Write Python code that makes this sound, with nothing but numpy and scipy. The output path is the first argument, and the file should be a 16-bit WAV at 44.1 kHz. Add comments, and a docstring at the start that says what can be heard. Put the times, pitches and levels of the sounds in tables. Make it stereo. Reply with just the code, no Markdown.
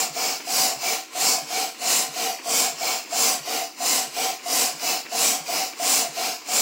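"""A small tiled room, its air faintly audible throughout, heard on two microphone ports: a double-action floor pump
fills a vinyl pool toy at about one and a half full strokes a second, from mid-push to a last push cut off by the end.
Each push starts with a grainy scuff of the shaft; air noise swells through barrel and hose and a fluttering valve flap
hoots hoarsely until it shuts; a damped low sine is the soft bump of the piston at the bottom.
Each pull then rushes more weakly, with the hoot again and a breathy near-whistle of filtered noise at its fastest."""
import sys
import numpy as np
from scipy import signal
from scipy.fft import rfft, irfft
from scipy.io import wavfile

SR = 44100
rng = np.random.default_rng(int(sys.argv[2]) if len(sys.argv) > 2 else 0)


def transcribe(u):
    """Save the signal u as a 16-bit wav file named by the first command-line argument.

    u: samples, shape (n,) or (channels, n), limited to [-1, 1]; the rate is SR.
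    q: integer samples, one column per channel.
    """
    v = np.clip(np.atleast_2d(u).T, -1, 1)
    q = np.round(v * 32767).astype(np.int16)
    wavfile.write(sys.argv[1], SR, q)


N = 291501
T = np.arange(N) / SR
FREQS = np.maximum(np.arange(N // 2 + 1) * SR / N, 1)
LEFT_RIGHT = np.array([[1], [-1]])  # signs that set the two ports apart

# handle pushed down: start t/s, length t/s, peak flow level/dB, scuff at the top relative level/dB,
# bump at the bottom relative level/dB
PUSH_STROKES = [(-.27, 0.44, -21, -40, -42), (0.381, 0.45, -21, -36.5, -45), (1.061, 0.43, -21, -47, -44),
                (1.726, 0.43, -20.5, -44, -44), (2.369, 0.43, -21, -38, -47),
                (3.03, .44, -21, -38.5, -43.5), (3.713, 0.43, -21.5, -51, -49),
                (4.368, 0.44, -21, -39.5, -45), (5.033, 0.44, -21, -37.5, -43),
                (5.708, .449, -21, -40.5, -44), (6.396, 0.41, -21.5, -41.5, -45)]
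# handle pulled up: start t/s, length t/s, peak flow level/dB, intake whistle level/dB
PULL_STROKES = [(0.071, 0.442, -25.5, -36), (.740, 0.3925, -26, -29), (1.416, 0.411, -26.5, -33.5),
                (2.070, 0.411, -26, -41), (2.719, 0.417, -26, -32.5), (3.384, 0.406, -26.5, -41),
                (4.075, 0.397, -26, -35), (4.736, 0.39, -25.5, -38), (5.395, 0.43, -26, -37),
                (6.079, .41, -26.5, -37)]


def undb(db):
    """Decibels to gain."""
    return 10 ** (np.asarray(db) / 20)


def unit(x):
    """Scale to rms 1."""
    return x / np.sqrt(np.mean(x ** 2))


def across(hz, values):
    """Join points by straight lines along log frequency."""
    return np.interp(np.log(FREQS), np.log(hz), values)


def shape(x, gain):
    """Filter by a gain for each frequency."""
    return irfft(rfft(x) * gain, N)


def walk(rate_hz):
    """Smooth random motion with rms 1, fading out above rate_hz."""
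    return unit(shape(rng.standard_normal(N), np.exp(-(FREQS / rate_hz) ** 2)))


def ring(hz, width_hz):
    """Response of one resonance, gain 1 at its centre."""
    return 1 / (1 + 1j * (FREQS ** 2 - hz ** 2) / (FREQS * width_hz))


def diffuse(apart_hz=800):
    """Noise from all round a room: nearly alike at both ports in the bass, mostly unrelated in the treble."""
    mid, side = rng.standard_normal((2, N))
    apart = 0.005 + 0.75 * (1 - np.exp(-(FREQS / apart_hz) ** 2))
    common = shape(mid, np.sqrt(1 - apart / 2))
    opposed = shape(side, np.sqrt(apart / 2))
    return common + opposed * LEFT_RIGHT


def swell(start, length, power, skew):
    """The piston speeds up and slows down in one smooth arc, 0 to 1 to 0; a skew under 1 peaks early."""
    done = np.clip((T - start) / length, 0, 1)
    return np.abs(np.sin(np.pi * done ** skew)) ** power


def flow(strokes, power, skew, room_t60_s=0.926, room_db=-13):
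    """Rush level in dB for one direction: a swell for each stroke, its energy dying away in the room."""
    energy = sum((undb(db) * swell(start, length, power, skew)) ** 2 for start, length, db, *_ in strokes)
    keep = undb(-60 / (room_t60_s * SR)) ** 2  # energy left after one sample
    lingering = signal.lfilter([1 - keep], [1, -keep], energy)
    return 10 * np.log10(energy + undb(room_db) ** 2 * lingering + 1e-12)


def quiet(level_db=-55):
    """Still air of the room: faint steady noise, largely alike at both ports."""
    # spectrum of the still air: f/Hz, relative level/dB
    air_colour = [(25, -5), (70, 6), (150, -6), (300, 33), (1000, -6), (4000, -26), (15000, -26)]
    mid, side = shape(rng.standard_normal((2, N)), undb(across(*np.transpose(air_colour))))
    return undb(level_db) * (unit(mid) + 0.22 * unit(side) * LEFT_RIGHT)


def scuffs(rise_s=0.0013, decay_s=0.041, grain=0.32, level_db=2, after_s=0.0175):
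    """A short, grainy rub of the plastic shaft in its collar as each push begins."""
    # spectrum of the rub: f/Hz, relative level/dB
    rub_colour = [(100, -32), (290, 8.5), (600, -3), (1000, 3), (1500, -2), (2400, 6.5), (4000, -9),
                  (6000, -31), (12000, -37)]
    size = np.zeros(N)
    for start, _, _, db, _ in PUSH_STROKES:
        age = np.maximum(T - start - after_s, 0)
        size += undb(db + level_db) * (1 - np.exp(-age / rise_s)) * np.exp(-age / decay_s)
    rough = diffuse() * np.exp(grain * walk(200))
    return size * unit(shape(rough, undb(across(*np.transpose(rub_colour)))))


def bumps(hz=150, decay_s=0.018, level_db=8, before_end_s=0.073):
    """A soft, low knock of the piston on its seat as each push runs out, cushioned by the trapped air."""
    out = np.zeros(N)
    detunes = 1 + 0.037 * rng.standard_normal(len(PUSH_STROKES))
    for (start, length, _, _, db), detune in zip(PUSH_STROKES, detunes):
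        age = np.maximum(T - (start + length - before_end_s), 0)
        cushion = 1 - np.exp(-(age / 0.012) ** 2)  # softens the onset
        knock = np.exp(-age / decay_s) * np.sin(2 * np.pi * hz * detune * age)
        out += undb(db + level_db) * cushion * knock
    return out


def whistle(hz=2275, width_hz=130, power=14, skew=0.74):
    """A breathy near-whistle of resonant noise at the intake holes, only in the fastest part of a pull."""
    size = sum(undb(db) * swell(start, length, power, skew) for start, length, _, db in PULL_STROKES)
    return size * unit(shape(diffuse(), ring(hz, width_hz) ** 2))


def valve(flow_db, flap_hz=748, level_db=-33, overtone_db=-26):
    """The flap flutters a little flat at first, sags in weak flow and is partly blown still in strong flow."""
    # resonances of the hose beside the direct sound: f/Hz, width f/Hz, level/dB
    hose_modes = [(648, 18, 3.5), (685.4, 16, 5), (761.7, 8.1, 4)]
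    # echoes of the hoot from floor and walls: delay to the left port t/ms, to the right port t/ms, level/dB
    wall_echoes = [(5.73, 8.16, -16.5), (14.27, 11.9, -9), (23.1, 27.6, -6.5), (41.07, 49, -14.5)]
    opens_after_s, open_s, tail_s = 0.088, 0.0041, 0.024
    start_flat_hz, start_s = 42, 0.026
    sag_hz_per_db, jitter_hz = 0.6, 23
    shake, choke_db_per_db = 0.24, 0.5

    size, flat = np.zeros(N), np.zeros(N)
    # the flap falls shut after this share of a push or pull
    for strokes, shut_share in ((PUSH_STROKES, 0.75), (PULL_STROKES, 0.58)):
        for start, length, *_ in strokes:
            opens, shuts = start + opens_after_s, start + shut_share * length
            opening = np.clip((T - opens) / open_s, 0, 1)
            size += opening * np.exp(-np.maximum(T - shuts, 0) / tail_s)
            flat += (T >= opens) * np.exp(-np.abs(T - opens) / start_s)

    sag = sag_hz_per_db * np.minimum(flow_db + 25, 0)  # below -25 dB of flow
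    hz = flap_hz - start_flat_hz * flat + sag + jitter_hz * walk(137)
    phase = 2 * np.pi * np.cumsum(hz) / SR
    choke = undb(-choke_db_per_db * np.maximum(flow_db + 28, 0))  # above -28 dB of flow
    size *= np.exp(shake * walk(130)) * choke
    overtones = np.sin(2 * phase) + np.sin(3 * phase)
    flap = size * (np.sin(phase) + undb(overtone_db) * overtones)

    hose = 1 + sum(undb(db) * ring(f, width) for f, width, db in hose_modes)
    # the unsteady tone beats against its own echoes
    echoes = 1
    for left_ms, right_ms, db in wall_echoes:
        delays_s = np.array([[left_ms], [right_ms]]) / 1000
        echoes = echoes + undb(db) * np.exp(-2j * np.pi * FREQS * delays_s)
    return undb(level_db) * np.array([unit(port) for port in shape(flap, hose * echoes)])


def rush(flow_db, column, trim_db, low_slope, mid_slope, top_slope, rasp):
    """Turbulence of one direction (column 1 push, 2 pull): its colour changes as the air speeds up."""
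    # colour of the rushing air: f/Hz, push relative level/dB, pull relative level/dB
    air_colour = np.array([(81, -48, -37), (153.5, -18, -17), (247, -11, -5.5), (418, -12, -5),
                           (540, -6.5, -3), (1080, -7, -3), (1717, -12, -11), (2410, -4, -0.5),
                           (3580, -8.5, -7), (5180, 1, 3), (6650, -3, -2.5), (7300, 2, 0),
                           (8970, -7.5, -10), (13500, -12.5, -11.5), (15500, -8.5, -6)])
    # air resonances of barrel and hose: f/Hz, width f/Hz, push lift level/dB, pull lift level/dB
    pipe_modes = [(226, 8.7, 6.5, -6.5), (272, 26, 8, 0.5), (459.2, 15, 13.5, 12.5), (1028, 24, 9.5, 3.5),
                  (1100, 12, 7.5, -7), (1380, 44, 3, 6), (2280, 106, 2.5, 2)]
    full_db = -24  # flow at which all bands keep their table balance

    colour_db = across(air_colour[:, 0], air_colour[:, column])
    for mode in pipe_modes:
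        colour_db = colour_db + mode[column + 1] * np.abs(ring(mode[0], mode[1])) ** 2
    colour = undb(colour_db)
    # the hiss from 3 to 9 kHz sets the reference level
    colour /= np.sqrt(np.mean(colour ** 2 * (FREQS > 3000) * (FREQS < 9000)))
    air = rfft(diffuse() * np.exp(rasp * walk(350))) * colour

    # bass, middle, hiss and top each grow at their own pace (dB per dB of flow)
    centres_hz = [500, 1800, 6000, 11000]
    slopes = (low_slope, mid_slope, 1, top_slope)
    out = 0
    for share, slope in zip(np.eye(len(centres_hz)), slopes):
        band = irfft(air * across(centres_hz, share), N)
        out = out + band * undb(full_db + slope * (flow_db - full_db) + trim_db)
    return out


def reflect(x, count=5, early_db=2):
    """Dense short reflections, mixed in slowly and randomly varying shares, roughen the colour of the treble."""
    age = T[:SR // 30]
    weights = np.array([walk(2.8) for _ in range(count)])
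    weights /= np.sqrt(np.sum(weights ** 2, axis=0))
    near = 0
    for weight in weights:
        response = rng.standard_normal((2, len(age))) * np.exp(-age / 0.007)
        response /= np.sqrt(np.sum(response ** 2, axis=1, keepdims=True))
        near = near + weight * signal.oaconvolve(x, response, axes=1)[:, :N]
    # long waves bend round small things instead of bouncing off them
    share = undb(early_db) * FREQS ** 2 / (FREQS ** 2 + 2000 ** 2)
    total = np.sqrt(1 + share ** 2)
    return shape(x, 1 / total) + shape(near, share / total)


def scene():
    """Pushes and pulls each drive a rush; the valve opens each stroke, the stronger flow bending and choking its hoot."""
    push_db = flow(PUSH_STROKES, power=3.3, skew=1.005)
    pull_db = flow(PULL_STROKES, power=3.7, skew=0.78)
    down = rush(push_db, column=1, trim_db=3.0, low_slope=0.8, mid_slope=0.67, top_slope=1.15, rasp=0.098)
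    up = rush(pull_db, column=2, trim_db=2.5, low_slope=1.24, mid_slope=0.86, top_slope=1.13, rasp=0.056)
    hoot = valve(np.maximum(push_db, pull_db))
    return quiet() + scuffs() + bumps() + whistle() + hoot + reflect(down + up)


def record(dry, top_hz=15750):
    """Each microphone port colours the sound in its own way; the top is cut steeply."""
    # colour of the two ports: f/Hz, left minus right level/dB
    port_colour = [(130, -1), (420, 2), (750, 2.5), (1600, 0), (2250, 7.5), (3600, 1), (5600, 5.5),
                   (6500, 1.5), (7300, -21), (8100, -9.5), (9500, -9.5), (11500, 2), (13500, -3.5),
                   (15500, 16)]
    gains = undb(across(*np.transpose(port_colour)) * LEFT_RIGHT / 2)
    # both ports together keep the same power at every frequency
    coloured = shape(dry, gains / np.sqrt(np.mean(gains ** 2, axis=0)))
    return signal.sosfilt(signal.ellip(10, 0.2, 80, top_hz, fs=SR, output="sos"), coloured)


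dry = scene()
out = record(dry)
transcribe(out)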